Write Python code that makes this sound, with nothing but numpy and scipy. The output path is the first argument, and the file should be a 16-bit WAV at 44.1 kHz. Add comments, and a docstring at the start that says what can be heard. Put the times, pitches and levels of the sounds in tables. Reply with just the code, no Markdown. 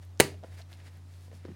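"""A plastic buckle on a backpack's shoulder strap snaps shut, close up, in a small quiet bedroom.
Its prongs slide, spring free and slap into their seats: five tight hits of crack, ring and thump
that overload the microphone and leave a short room tail. Fingers rub the webbing, bump the padded
strap and tick against the plastic, mostly after the snap. A low hum and soft hiss lie underneath."""
import sys
import numpy as np
from scipy import signal
from scipy.fft import rfft, irfft
from scipy.io import wavfile

SR = 44100
rng = np.random.default_rng(int(sys.argv[2]) if len(sys.argv) > 2 else 0)


def dump(signal):
    """Clip the signal to [-1, 1] and save it as 16-bit WAV at the path in sys.argv[1]."""
    limited = np.clip(np.atleast_2d(signal).T, -1, 1)
    pcm = np.round(limited * 32767).astype(np.int16)
    wavfile.write(sys.argv[1], SR, pcm)


N = 68355
T = np.arange(N) / SR

# level ride of the hum: t/s, level/dB
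HUM_RIDE = [(0, -44), (.03, -49), (.07, -44.5), (.16, -47.5), (.28, -47), (.36, -42.5), (.46, -51.5),
            (.51, -43.5), (.57, -44.5), (.66, -48.5), (1.55, -47)]
# colour of the room tone's hiss: f/Hz, relative level/dB
AIR_COLOUR = [(20, 10), (55, 3), (140, 0.5), (260, -0.5), (450, -10.5), (700, -9), (1100, -13.5),
              (2000, -18.5), (5000, -22), (10000, -27.5), (15500, -34), (17000, -38)]
# the bedroom's decay times: f/Hz, t60/s
ROOM_DECAY = [(100, 0.84), (300, 0.32), (700, 0.22), (1800, 0.27), (4800, 0.26), (9000, 0.21),
              (15000, 0.21)]
# colour of the snap as it comes back from the walls: f/Hz, relative level/dB
WASH_COLOUR = [(60, -15), (140, 6.5), (250, 4), (420, 15.5), (700, 10), (1100, -0.5), (1400, 1), (2000, 4),
               (2900, 2.5), (3500, -2.5), (4500, 3.5), (5600, -4), (9200, 0.5), (11000, -3.5),
               (12300, -11.5), (15500, -10)]
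# standing waves set off by the snap: f/Hz, level/dB, t60/s
STANDING_WAVES = [(143.7, -28, 0.24), (214.4, -36.5, 0.25), (276.7, -42.5, 0.46), (321, -39.5, 0.27),
                  (390, -31.5, 0.32), (479, -30.5, 0.11), (613, -37.5, 0.23), (963, -32, 0.13),
                  (1172, -37.5, 0.17), (1775, -39.5, 0.19), (1955, -42.5, 0.22), (2176, -39.5, .16),
                  (2910, -36.5, .12)]
# finger strokes on the webbing: peak t/s, rub level/dB, hiss level/dB, rise/s, fall/s
WEBBING_STROKES = [(0.029, -62, -66.5, 0.0087, 0.012), (.465, -65, -70, 0.023, 0.027),
                   (0.549, -60, -64.5, 0.032, 0.01), (0.59, -55.5, -60.5, 0.015, 0.02),
                   (0.721, -60, -66.5, 0.021, 0.03), (.80, -62, -71, 0.024, 0.026),
                   (0.875, -56.5, -63.5, 0.025, 0.012), (.95, -66.5, -72.5, 0.034, 0.034),
                   (1.14, -69.5, -69.5, 0.051, 0.067), (1.246, -70, -67.5, 0.043, 0.033),
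                   (1.351, -68, -65.5, 0.018, 0.03), (1.47, -66.5, -79, 0.097, 0.13)]
# colour of a stroke's dull rub: f/Hz, relative level/dB
RUB_COLOUR = [(200, -0.5), (650, 7.5), (1100, -1), (1800, 6), (3200, -2), (5000, -7), (9000, -22.5),
              (16000, -44)]
# colour of a stroke's nylon hiss: f/Hz, relative level/dB
NYLON_COLOUR = [(1000, -22), (2500, -7.5), (4500, 2), (7000, -1.5), (10500, -2.5), (13000, -9),
                (16000, -10.5)]
# the weave catches and lets go: t/s, level/dB, f/Hz
WEAVE_CATCHES = [(0.617, -49, 3840), (0.6217, -52, 3800), (0.802, -55.5, 1650), (1.462, -60, 4340)]
# finger knocks on the padded strap: t/s, knock level/dB, f/Hz, t60/s, scuff level/dB
STRAP_BUMPS = [(.319, -44, 745, 0.025, -62), (.342, -45, 623, 0.042, -50), (0.4305, -39.5, 540, 0.015, -57),
               (.4357, -37, 669, 0.05, -44), (0.4417, -42, 660, 0.02, -49.5),
               (0.445, -27.5, 484, 0.011, -58), (.602, -41, 676, 0.02, -75), (1.281, -48, 503, 0.022, -60),
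               (1.315, -42.5, 452, 0.027, -52), (1.329, -43, 550, 0.023, -52),
               (1.343, -41.5, 200, 0.033, -74.5), (1.4478, -39, 318, 0.024, -81),
               (1.4518, -28.5, 376, 0.018, -43.5), (1.483, -31, 316, 0.01, -53),
               (1.489, -29, 191, 0.033, -57), (1.502, -39.5, 342, 0.045, -63),
               (1.516, -36.5, 175, 0.031, -54), (1.533, -42.5, 280, 0.019, -65)]
# colour of a knock's scuff: f/Hz, relative level/dB
SCUFF_COLOUR = [(300, 6), (750, 4.5), (1300, 0.5), (2000, -2), (4000, -13.5), (8000, -24), (16000, -42)]
# fingernails and loose plastic tick against the buckle, and the prongs tick as they start to slide: t/s,
# level/dB, f/Hz
PLASTIC_TICKS = [(0.051, -41.5, 11100), (0.1755, -41.5, 5974), (0.1946, -30.5, 6300), (0.6044, -52, 3330),
                 (.7203, -41, 10500), (0.7297, -33, 3700), (0.7377, -42, 10000), (0.7377, -41, 4220),
                 (0.773, -47, 7000), (.9197, -49, 15000), (.9388, -48, 14500), (0.973, -43, 12500),
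                 (1.139, -45, 4320), (1.3165, -51.5, 1750), (1.4514, -37, 1560), (1.4514, -45.5, 3600)]
# the prongs' hits: t/s, ring level/dB, tilt/(dB per octave), thump level/dB, thump f/Hz
PRONG_HITS = [(.19925, -12.7, -.6, -10.4, 887), (.20057, -.2, -1.4, .8, 611),
              (.20122, -6.3, -1.9, 4.5, 553), (.20513, 2, .8, -14.6, 939), (.20551, -6.2, -3.8, -9.1, 536)]
# the buckle's ringing modes: f/Hz, relative level/dB, t60/s
BUCKLE_MODES = [(1030, -3, 0.0047), (1577, -13, 0.0065), (1930, -7, 0.0084), (2304, -10, .0081),
                (2956, -11.5, 0.0053), (3720, -16, .008), (4090, -7, 0.0059), (6660, -15, .006),
                (8605, -9, .0042), (9390, -10.5, .0051), (10960, -10.5, .0036), (15327, -17, 0.004)]
# colour of a hit's crack: f/Hz, relative level/dB
CRACK_COLOUR = [(500, -30.5), (1400, 5.5), (2000, 4.5), (5600, -13), (9200, -0.5), (11000, -8.5),
                (12500, -17), (15500, -18)]


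def from_db(db):
    """Decibels to gain."""
    return 10 ** (np.asarray(db) / 20)


def unit_rms(x):
    """Normalise to an rms of 1."""
    return x / np.sqrt(np.mean(x ** 2) + 1e-20)


def at_hz(curve, hz):
    """Read a curve on a log-frequency axis."""
    freqs, values = np.transpose(curve)
    return np.interp(np.log(np.maximum(hz, 1)), np.log(freqs), values)


def coloured(x, colour):
    """EQ a steady noise to a colour, at unit rms."""
    gain = from_db(at_hz(colour, np.fft.rfftfreq(N, 1 / SR)))
    return unit_rms(irfft(rfft(x) * gain, N))


def noise(colour):
    """Smooth noise of a given colour."""
    return coloured(rng.standard_normal(N), colour)


def burst(start, decay_s):
    """Envelope with an instant attack and an exponential decay."""
    return (T >= start) * np.exp(-np.maximum(T - start, 0) / decay_s)


def ring(start, hz, t60):
    """One struck mode: a decaying sine."""
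    return burst(start, t60 / np.log(1000)) * np.sin(2 * np.pi * hz * (T - start))


def room_tone(hum_hz=89.8, upper_hz=144, fade_s=0.17):
    """The bed: a wavering low hum, a faint tone that fades in above it, and soft hiss."""
    phase = rng.uniform(0, 2 * np.pi, 2)
    ride = from_db(np.interp(T, *np.transpose(HUM_RIDE)))
    hum = ride * np.sin(2 * np.pi * hum_hz * T + phase[0])
    late_fade_in = np.clip(T / fade_s - 1, 0, 1)
    upper = from_db(-65) * late_fade_in * np.sin(2 * np.pi * upper_hz * T + phase[1])
    return np.sqrt(2) * (hum + upper) + from_db(-59) * noise(AIR_COLOUR)


def room_decay(x, start):
    """Shape a noise into a tail, each band dying away at the room's pace."""
    hz, spectrum = np.fft.rfftfreq(N, 1 / SR), rfft(x)
    edges = np.geomspace(40, 20000, 13)
    tail = np.zeros(N)
    for lo, hi in zip(edges, edges[1:]):
        band = irfft(spectrum * ((hz >= lo) & (hz < hi)), N)
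        t60 = at_hz(ROOM_DECAY, np.sqrt(lo * hi))
        tail += band * burst(start, t60 / np.log(1000))
    return tail


def bedroom_reverb(x, wet_db=-12, predelay_s=0.0033):
    """The walls return a short diffuse reverb; wet signal only."""
    impulse = room_decay(rng.standard_normal(N), predelay_s)
    impulse /= np.sqrt(np.sum(impulse ** 2))
    return from_db(wet_db) * signal.fftconvolve(x, impulse)[:N]


def snap_tail(attack_s=0.0029, early_delay_s=0.01):
    """The snap fills the room with an even wash and a few standing waves."""
    first_hit, last_hit = PRONG_HITS[0][0], PRONG_HITS[-1][0]
    wash = from_db(-25.5) * room_decay(noise(WASH_COLOUR), first_hit)
    wash *= 1 - burst(first_hit, attack_s)
    # the nearest surfaces answer first and lift the front of the wash
    wash *= 1 + from_db(0.5) * burst(first_hit + early_delay_s, decay_s=0.005)
    waves = sum(from_db(db) * ring(last_hit, hz, t60) for hz, db, t60 in STANDING_WAVES)
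    return wash + waves * (1 - burst(last_hit, attack_s))


def fibre_friction(colour, slips_per_s=6000, spread_db=3.5, smooth_gain=0.7):
    """Grainy texture: many tiny fibre slips of uneven size over smooth friction noise."""
    slips = (rng.random(N) < slips_per_s / SR) * rng.choice([-1, 1], N)
    sizes = from_db(spread_db * np.minimum(rng.exponential(1, N), 4))
    return coloured(unit_rms(slips * sizes) + smooth_gain * rng.standard_normal(N), colour)


def webbing_rustle():
    """Each finger stroke swells and fades, part dull rub and part nylon hiss."""
    peak, rub_db, hiss_db, rise, fall = np.transpose(WEBBING_STROKES)[:, :, None]
    swells = np.exp(-((T - peak) / np.where(T < peak, rise, fall)) ** 2)
    out = np.zeros(N)
    for colour, db in ((RUB_COLOUR, rub_db), (NYLON_COLOUR, hiss_db)):
        power = np.sum(from_db(db) ** 2 * swells, axis=0)
        out += fibre_friction(colour) * np.sqrt(power)
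    return out


def weave_catches(width_hz=2100, fade_s=0.0015):
    """The weave snags and lets go in short band-passed scratches."""
    out = np.zeros(N)
    radius = np.exp(-np.pi * width_hz / SR)
    for peak, db, hz in WEAVE_CATCHES:
        bandpass = [1, 0, -1, 1, -2 * radius * np.cos(2 * np.pi * hz / SR), radius * radius]
        scratch = signal.sosfilt([bandpass, bandpass], rng.standard_normal(N))
        out += from_db(db) * unit_rms(scratch) * np.exp(-np.abs(T - peak) / fade_s)
    return out


def strap_bumps(attack_s=0.00062):
    """Dull finger knocks with a little scuff; the padding gives way and softens the attack."""
    out, grit = np.zeros(N), noise(SCUFF_COLOUR)
    for start, knock_db, hz, t60, scuff_db in STRAP_BUMPS:
        scuff = from_db(scuff_db) * grit * burst(start, decay_s=0.0035)
        knock = from_db(knock_db) * ring(start, hz, t60) * (1 - burst(start, attack_s))
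        out += scuff - knock
    return out


def plastic_ticks(cycles=6.4):
    """Nails, loose plastic and the sliding prongs tap the buckle: crisp ticks, gone within a few cycles."""
    return sum(from_db(db) * ring(start, hz, t60=cycles / hz) for start, db, hz in PLASTIC_TICKS)


def buckle_snap(tilt_pivot_hz=4000, crack_vs_ring_db=-14):
    """Each prong hit rings the plastic with its own brightness, cracks, and jolts the buckle's body."""
    out, grit = np.zeros(N), noise(CRACK_COLOUR)
    for start, ring_db, tilt, thump_db, thump_hz in PRONG_HITS:
        for k, (hz, mode_db, t60) in enumerate(BUCKLE_MODES):
            gain = from_db(ring_db + mode_db + tilt * np.log2(hz / tilt_pivot_hz))
            out += (-1) ** k * gain * ring(start, hz, t60)   # modes alternate in polarity
        crack = from_db(ring_db + crack_vs_ring_db) * grit * burst(start, decay_s=0.001)
        thump = from_db(thump_db) * ring(start, thump_hz, t60=0.0093)   # damped by the hands
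        out += crack - thump
    return out


def scene():
    """Mono mix: snap and handling up front, room tail and room tone behind."""
    hands = strap_bumps() + webbing_rustle() + weave_catches() + plastic_ticks()
    low_cut = signal.butter(2, 135, "high", fs=SR, output="sos")   # the close sounds carry little deep bass
    foreground = signal.sosfilt(low_cut, buckle_snap() + hands + bedroom_reverb(hands))
    return (foreground + snap_tail() + room_tone())[None]


def record(dry, ceiling=0.74):
    """The overloaded microphone soft-clips the snap; rumble and the very top are cut."""
    clipped = dry / (1 + (dry / ceiling) ** 6) ** (1 / 6)
    low_cut = signal.butter(2, 50, "high", fs=SR, output="sos")
    high_cut = signal.ellip(10, 0.1, 70, 16100, fs=SR, output="sos")
    return signal.sosfilt(high_cut, signal.sosfilt(low_cut, clipped))


dry = scene()
out = record(dry)
dump(out)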